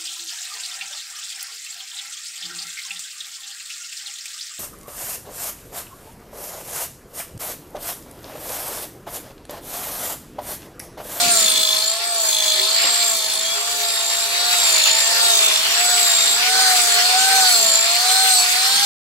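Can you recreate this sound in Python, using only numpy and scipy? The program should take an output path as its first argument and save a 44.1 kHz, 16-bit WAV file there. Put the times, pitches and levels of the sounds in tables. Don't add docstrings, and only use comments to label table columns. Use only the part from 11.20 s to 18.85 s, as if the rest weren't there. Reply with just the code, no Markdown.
import sys
import numpy as np
from scipy import signal
from scipy.io import wavfile
from scipy.ndimage import uniform_filter1d

SR = 44100
rng = np.random.default_rng(int(sys.argv[2]) if len(sys.argv) > 2 else 0)


def invert_db(x):
    u = np.asarray(x, float) / 20
    return 10 ** u


def master(y):
    cut = np.clip(np.atleast_2d(y).T, -1, 1)
    pcm = np.round(cut * 32767)
    wavfile.write(sys.argv[1], SR, pcm.astype(np.int16))


N = 337365
TIME = np.arange(N) / SR
MOTOR, DISC, BELT = .6063, .25, .0829


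def evened(x):
    return x / np.sqrt(np.mean(x ** 2) + 1e-20)


def columns(rows):
    s, *rest = np.transpose(rows)
    return [np.interp(TIME, s, column) for column in rest]


def eased(rows):
    s, *rest = np.transpose(rows)
    at = np.interp(TIME, s, np.arange(len(s)))
    at = np.floor(at) + .5 - .5 * np.cos(np.pi * (at % 1))
    return [np.interp(at, np.arange(len(s)), column) for column in rest]


def read(points, hz):
    f, value = np.transpose(points)
    return np.interp(np.log(hz + 1), np.log(f + 1), value)


def spectrum(points):
    return lambda hz: invert_db(read(points, hz))


def humps(modes):
    return lambda hz: np.sqrt(sum(invert_db(db) ** 2 / (1 + (2 * (hz - f) / w) ** 2) ** 2 for f, w, db in modes))


def wander(hz):
    return evened(signal.sosfilt(signal.butter(2, hz, fs=SR, output="sos"), rng.standard_normal(N)))


def throb(turns, depth_db):
    return invert_db(depth_db * np.cos(2 * np.pi * turns))


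def tone(turns, lead, rough, flutter_hz):
    shake = wander(flutter_hz) + 1j * wander(flutter_hz)
    shaken = (1 + rough * shake) * np.exp(2j * np.pi * turns)
    both_sides = np.array([shaken * np.exp(1j * lead), shaken]).real
    return np.sqrt(2 / (1 + 2 * rough ** 2)) * both_sides


# pitch_hz, likeness (0 to 1)
SIDE_LIKENESS = [(40, 0.3), (250, 0.75), (700, 0.36), (1500, 0), (4000, 0.25), (12000, 0)]
# time_s, left_lead_ms
LEFT_LEAD = [(0, 0.0077), (2.2, 0.018), (2.8, 0.23), (5, 0.12), (7.65, 0.21)]


def hiss(colour, patchy_db):
    frames, hz = N // 256 + 5, np.fft.rfftfreq(1024, 1 / SR)[:, None]
    a, b, c, d, patches = rng.standard_normal((frames, 513, 5)).T
    patches = uniform_filter1d(patches, size=14, axis=0)
    patches = evened(uniform_filter1d(patches, size=12, axis=1))
    lead_s = np.interp(np.arange(frames) * 256 / SR, *np.transpose(LEFT_LEAD)) / 1000
    same = np.clip(read(SIDE_LIKENESS, hz), 0, 1)
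    left = a + 1j * b
    delayed = left * np.exp(-2j * np.pi * hz * lead_s)
    right = same * delayed + np.sqrt(1 - same ** 2) * (c + 1j * d)
    z = np.array([left, right]) * colour(hz) * invert_db(patchy_db * patches)
    return evened(signal.istft(z, nperseg=1024, noverlap=768)[1][:, :N])


# time_s, teeth_passing_hz, tones_level_db, air_level_db
FAR_COURSE = [(0, 862, -48, -48.5), (1.2, 877, -44.5, -43.5), (2.5, 880.5, -46.5, -46),
              (3.3, 893.3, -45, -42), (4, 896.7, -34, -37.5), (4.3, 896, -52, -41.5),
              (5.5, 914, -47, -39.5), (6.4, 905, -40.5, -38.5), (6.55, 903, -41, -49),
              (7.65, 893.7, -52, -73)]
# multiple of its tooth rate, level_db (added to its tones level)
FAR_TONES = [(0.6048, -8), (1, -2), (2, 1.5), (5.455, 8.5)]
# pitch_hz, relative level_db
BLOWER_COLOUR = [(200, -20), (400, 2.5), (600, 1), (900, 5.5), (1500, -55), (3000, -47)]
# time_s, level_db
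MAINS_BUZZ = [(0, -74), (2.5, -66), (4.5, -58), (5.5, -64.5), (7.65, -73)]


def far_grinder():
    hz, db, air_db = columns(FAR_COURSE)
    teeth = np.cumsum(hz) / SR
    tones = np.zeros((2, N))
    for k, level_db in FAR_TONES:
        tones += invert_db(level_db + 2 * wander(5.6)) * tone(k * teeth, 0.66 * k, rough=0.31, flutter_hz=12.5)
    buzz = invert_db(*columns(MAINS_BUZZ)) * tone(120 * TIME, 0.73, rough=0.63, flutter_hz=6.2)
    air = hiss(spectrum(BLOWER_COLOUR), patchy_db=3)
    return invert_db(db) * tones + invert_db(air_db) * air + buzz


# start_s, level_db
KNOCK_TIMES = [(.025, -27), (1.639, -14.5)]
# pitch_hz, relative level_db, fade_s (time to fall 60 dB)
KNOCK_RINGS = [(210, -20, 0.077), (327, -18, 0.14), (543, -6.5, 0.067), (794, -1, 0.039),
               (2960, 23, 0.0089)]


def knocks():
    out = np.zeros(N)
    for start_s, db in KNOCK_TIMES:
        t = np.maximum(TIME - start_s, 0)
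        modes = sum(invert_db(level_db - 60 * t / t60) * np.sin(2 * np.pi * hz * t)
                    for hz, level_db, t60 in KNOCK_RINGS)
        out += invert_db(db) * modes * (1 - np.exp(-t / 0.0058))
    return signal.sosfilt(signal.butter(2, 170, "high", fs=SR, output="sos"), out)


# time_s, rasp_level_db, log_rumble_level_db
WOOD_NOISE = [(0, -29.5, -33.5), (.4, -34.5, -43.5), (.8, -37, -59.5), (1.3, -35.5, -58),
              (1.68, -28.5, -50), (1.95, -36, -55), (3.1, -32, -53.5), (3.4, -28, -56), (5.4, -26, -48),
              (5.8, -26.5, -51), (6.15, -27, -48), (6.45, -29, -46), (6.58, -29, -54), (7.05, -28, -56),
              (7.65, -27, -47)]
# pitch_hz, relative level_db
RASP_COLOUR = [(350, -42.5), (700, -7), (1500, -2), (2500, 1), (3500, -0.5), (5500, -0.5), (8000, -24)]
# pitch_hz, relative level_db
RUMBLE_COLOUR = [(20, -30), (50, -12), (120, -10.5), (220, 1.5), (350, -4), (550, -0.5), (1200, -60)]


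def wood():
    rasp_db, rumble_db = columns(WOOD_NOISE)
    rasp = invert_db(rasp_db + 6.5 + 1.1 * wander(12.4)) * hiss(spectrum(RASP_COLOUR), patchy_db=2.5)
    rumble = invert_db(rumble_db - 2.0) * hiss(spectrum(RUMBLE_COLOUR), patchy_db=3.5)
    return rasp + rumble


# pitch_hz, width_hz, relative level_db
DISC_RESONANCES = [(2333, 66, -34.5), (6010, 59, -33), (7140, 79, -33), (7500, 120, -56)]
# time_s, level_db
THIN_RING = [(0, -26), (.7, -37), (1.1, -44), (1.7, -37.5), (2.6, -44), (3.9, -39), (7.65, -37)]


def disc_ring(spray_db):
    ring = invert_db(.6 * spray_db - 17) * hiss(humps(DISC_RESONANCES), patchy_db=3.5)
    turns = 8760 * TIME + 2.68 * wander(1.96)
    thin = tone(turns, 1.6 * wander(6.7), rough=1.0, flutter_hz=40)
    return ring + invert_db(*columns(THIN_RING)) * invert_db(3.9 * wander(17)) * thin


# pitch_hz, relative level_db
SPRAY_COLOUR = [(2500, -29), (5000, -5.5), (6300, -1.5), (7500, 4.5), (9000, -4), (12000, -5.5),
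                (16000, -13.5)]
# pitch_hz, relative level_db
DUST_COLOUR = [(9000, -22), (12000, -12), (16000, 1)]


def chip_spray(teeth, load, spray_db):
    chips = invert_db(0.64 * wander(19.0) + 1.9 * wander(740))
    chips *= throb(DISC * teeth, 0.7) * throb(teeth, 2.3) * throb(BELT * teeth, 2.1 * load)
    spray = invert_db(spray_db + 4.5) * chips * hiss(spectrum(SPRAY_COLOUR), patchy_db=2.5)
    dust_level = invert_db(1.62 * spray_db + 4.0 + 2 * wander(8.5))
    dust = dust_level * chips ** 2 * hiss(spectrum(DUST_COLOUR), patchy_db=8.0)
    return spray + dust


# pitch_hz, width_hz, relative level_db
HOUSING_RESONANCES = [(3600, 620, -6.5), (4285, 400, -2.5), (4787, 390, -6)]


def housing_rattle(teeth, load, rattle_db):
    rattle = invert_db(rattle_db - 3.0 + 1.5 * wander(34.0)) * hiss(humps(HOUSING_RESONANCES), patchy_db=-1.5)
    return rattle * throb(BELT * teeth, 0.53 * load) * throb(MOTOR * teeth, 4.7)


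# start_s, end_s, level_db (before throbbing), left_lead_radians, whistle name
WHISTLE_FLARES = [(0, 0.178, -36, -2, "mid"), (0.065, 0.31, -22, -1.4, "high"),
                  (0.18, 0.653, -24.5, -1.5, "low"), (.62, 0.762, -21, -2, "high"),
                  (.8, 1.185, -24, -3, "high"), (1.05, 1.536, -26, -1.7, "low"),
                  (1.48, 1.977, -22, -1.8, "high"), (1.881, 2.301, -32, -1.5, "low"),
                  (2.115, 2.584, -30.5, -2, "high"), (2.2, 2.398, -27, -1.5, "tooth"),
                  (2.581, 3.123, -31.5, -1.6, "low"), (2.64, 3.2, -41, 1.1, "top"),
                  (3.375, 3.78, -29.5, -1, "upper"), (6.28, 6.597, -24.5, 1.5, "upper"),
                  (2.65, 3.1, -31.5, 0, "high"), (3.049, 3.4, -35, -0.5, "mid"),
                  (3.098, 3.6, -26, -1.5, "low"), (3.1, 3.36, -35, 1, "high"),
                  (3.327, 3.936, -23.5, 0.2, "high"), (3.55, 3.851, -28, -1.5, "low"),
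                  (3.95, 4.32, -20, -3, "high"), (3.97, 4.433, -22.5, -2.1, "low"),
                  (4.521, 5.22, -21.5, 1.06, "high"), (4.777, 5.171, -24, -1.6, "low"),
                  (5.3, 5.58, -25.5, 0.5, "low"), (5.3, 5.549, -24, 4, "mid"),
                  (5.33, 5.861, -25, 2, "high"), (5.68, 6.003, -26, 1, "mid"),
                  (5.901, 6.317, -25.5, -1.5, "high"), (6.0, 6.36, -27, 1.2, "low"),
                  (6.2, 6.427, -20.5, 1, "mid"), (6.263, 6.683, -19.5, -1.3, "high"),
                  (6.616, 6.9, -26.5, 0.4, "mid"), (6.801, 7.1, -26.5, 0.7, "high"),
                  (6.823, 7.21, -21.5, 1.5, "low"), (7.05, 7.27, -19.5, 0, "high"),
                  (7.114, 7.277, -20.5, 0.2, "mid"), (7.333, 7.7, -26, -1, "low"),
                  (7.335, 7.625, -32, .2, "high")]


def flares(whistle, turns, rough, flutter_hz):
    out = np.full(N, invert_db(-45), complex)
    for start, end, db, lead, which in WHISTLE_FLARES:
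        if which == whistle:
            edges = np.minimum(TIME - start, end - TIME) / 0.073
            out += invert_db(db) * np.exp(1j * lead) * np.clip(edges, 0, 1)
    return abs(out) * tone(turns, np.angle(out) + .3 * wander(3.3), rough, flutter_hz)


def gears(teeth, load, rattle_db):
    lap, turn = BELT * teeth, MOTOR * teeth
    rough = .3 + .25 * load
    out = throb(lap, 7.3 * load) * flares("low", 9 * turn, rough, flutter_hz=121)
    out += throb(lap, 1.2 * load) * flares("mid", 10 * turn, rough, flutter_hz=79.5)
    out += throb(lap, 1.5 * load) * flares("upper", 11 * turn, rough, flutter_hz=90)
    out += throb(lap, 7.1 * load) * flares("high", 18 * turn, rough / 2, flutter_hz=98)
    out += flares("top", 27 * turn, rough, flutter_hz=100)
    out += flares("tooth", 5 * teeth, rough, flutter_hz=60)
    eleven = 11 * turn
    lift = humps(HOUSING_RESONANCES)(np.gradient(eleven) * SR)
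    beat = invert_db(rattle_db - 4) * throb(lap, 9 * load)
    out += lift * beat * tone(eleven, 0.87 * wander(1.2), 2.0 * rough, flutter_hz=150)
    return out * throb(turn, 1.74)


# multiple of the tooth rate, relative level_db
WEAKER_TONES = [(.25, -39), (4.85, -9), (11.263, -7)]


def whine(teeth, tooth_db, octave_db):
    out = invert_db(tooth_db + 1.58 * wander(4.6)) * tone(teeth, 0.44, rough=0.16, flutter_hz=23.3)
    out += invert_db(octave_db - 2.5) * tone(2 * teeth, 1.0, rough=0.27, flutter_hz=37.3)
    rotor_db = 0.64 * tooth_db - 28.5 + 3.7 * wander(4.4)
    out += invert_db(rotor_db) * tone(MOTOR * teeth, 0.6, rough=0.15, flutter_hz=25)
    out += invert_db(0.49 * tooth_db - 26.5) * tone(1.65 * teeth, 0.23, rough=1.4, flutter_hz=42.0)
    for k, db in WEAKER_TONES:
        lead = .5 * k + 1.5 * np.sqrt(k) * wander(3.7)
        level = invert_db(db + 0.64 * tooth_db - 9.5 + 1.5 * wander(4.7))
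        out += level * tone(k * teeth, lead, rough=0.36, flutter_hz=30.3)
    return out


# time_s, teeth_passing_hz, tooth_tone_level_db, housing_rattle_level_db, chip_spray_level_db
STROKE_COURSE = [(0.05, 703.5, -27, -22, -25.5), (0.32, 635.8, -36.5, -22.5, -27.5),
                 (0.56, 635, -35, -23, -28), (0.88, 695, -33, -28, -34), (1.15, 632.6, -38.5, -27, -28),
                 (1.32, 626, -35.5, -21, -27.5), (1.78, 698, -31.5, -20.5, -29),
                 (2.09, 641.4, -39, -30, -30.5), (2.55, 704.5, -33.5, -26.5, -30.5),
                 (2.74, 680.6, -37, -28, -30.5), (3.02, 685, -36, -28, -30), (3.29, 713, -30.5, -26, -28.5),
                 (3.62, 641.2, -40, -24.5, -26.5), (4.02, 699.6, -29.5, -21, -26),
                 (4.34, 640, -39, -28, -27), (4.69, 716.7, -27.5, -22, -26), (5.02, 678, -35.5, -22, -27),
                 (5.39, 758.3, -24.5, -19.5, -26.5), (5.71, 704.8, -28, -21, -25.5),
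                 (6.12, 770.6, -22.5, -18.5, -24.5), (6.52, 661.6, -30.5, -21.5, -26),
                 (7.03, 764.3, -26, -20.5, -23.5), (7.25, 723, -32.5, -22.5, -25),
                 (7.65, 804, -28.5, -18.5, -24)]


def scene():
    hz, tooth_db, rattle_db, spray_db = eased(STROKE_COURSE)
    teeth = np.cumsum(hz) / SR
    load = np.clip((745 - hz) / 110, .1, 1)
    bite = -np.gradient(hz) * SR / 300
    rattle_db = rattle_db + 0.25 * bite
    spray_db = spray_db + 2 * bite
    tooth_db = np.interp(TIME - 0.037, TIME, tooth_db)
    octave_db = 5 + 1.316 * tooth_db + 2.1 * wander(2.9)
    background = far_grinder() + knocks()
    cutting = wood() + disc_ring(spray_db) + chip_spray(teeth, load, spray_db)
    cutting += housing_rattle(teeth, load, rattle_db)
    return background + cutting + gears(teeth, load, rattle_db) + whine(teeth, tooth_db, octave_db)


def low_pass(x):
    return signal.sosfilt(signal.butter(12, 16540, fs=SR, output="sos"), x)


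def record(dry):
    lowpass = signal.firwin(511, 15800, window=("kaiser", 9), fs=SR)
    overloaded = 1.3 * np.tanh(dry / 1.3)
    mix = signal.oaconvolve(overloaded, lowpass[None], "same")
    return low_pass(mix)


dry = scene()
out = record(dry)
master(out)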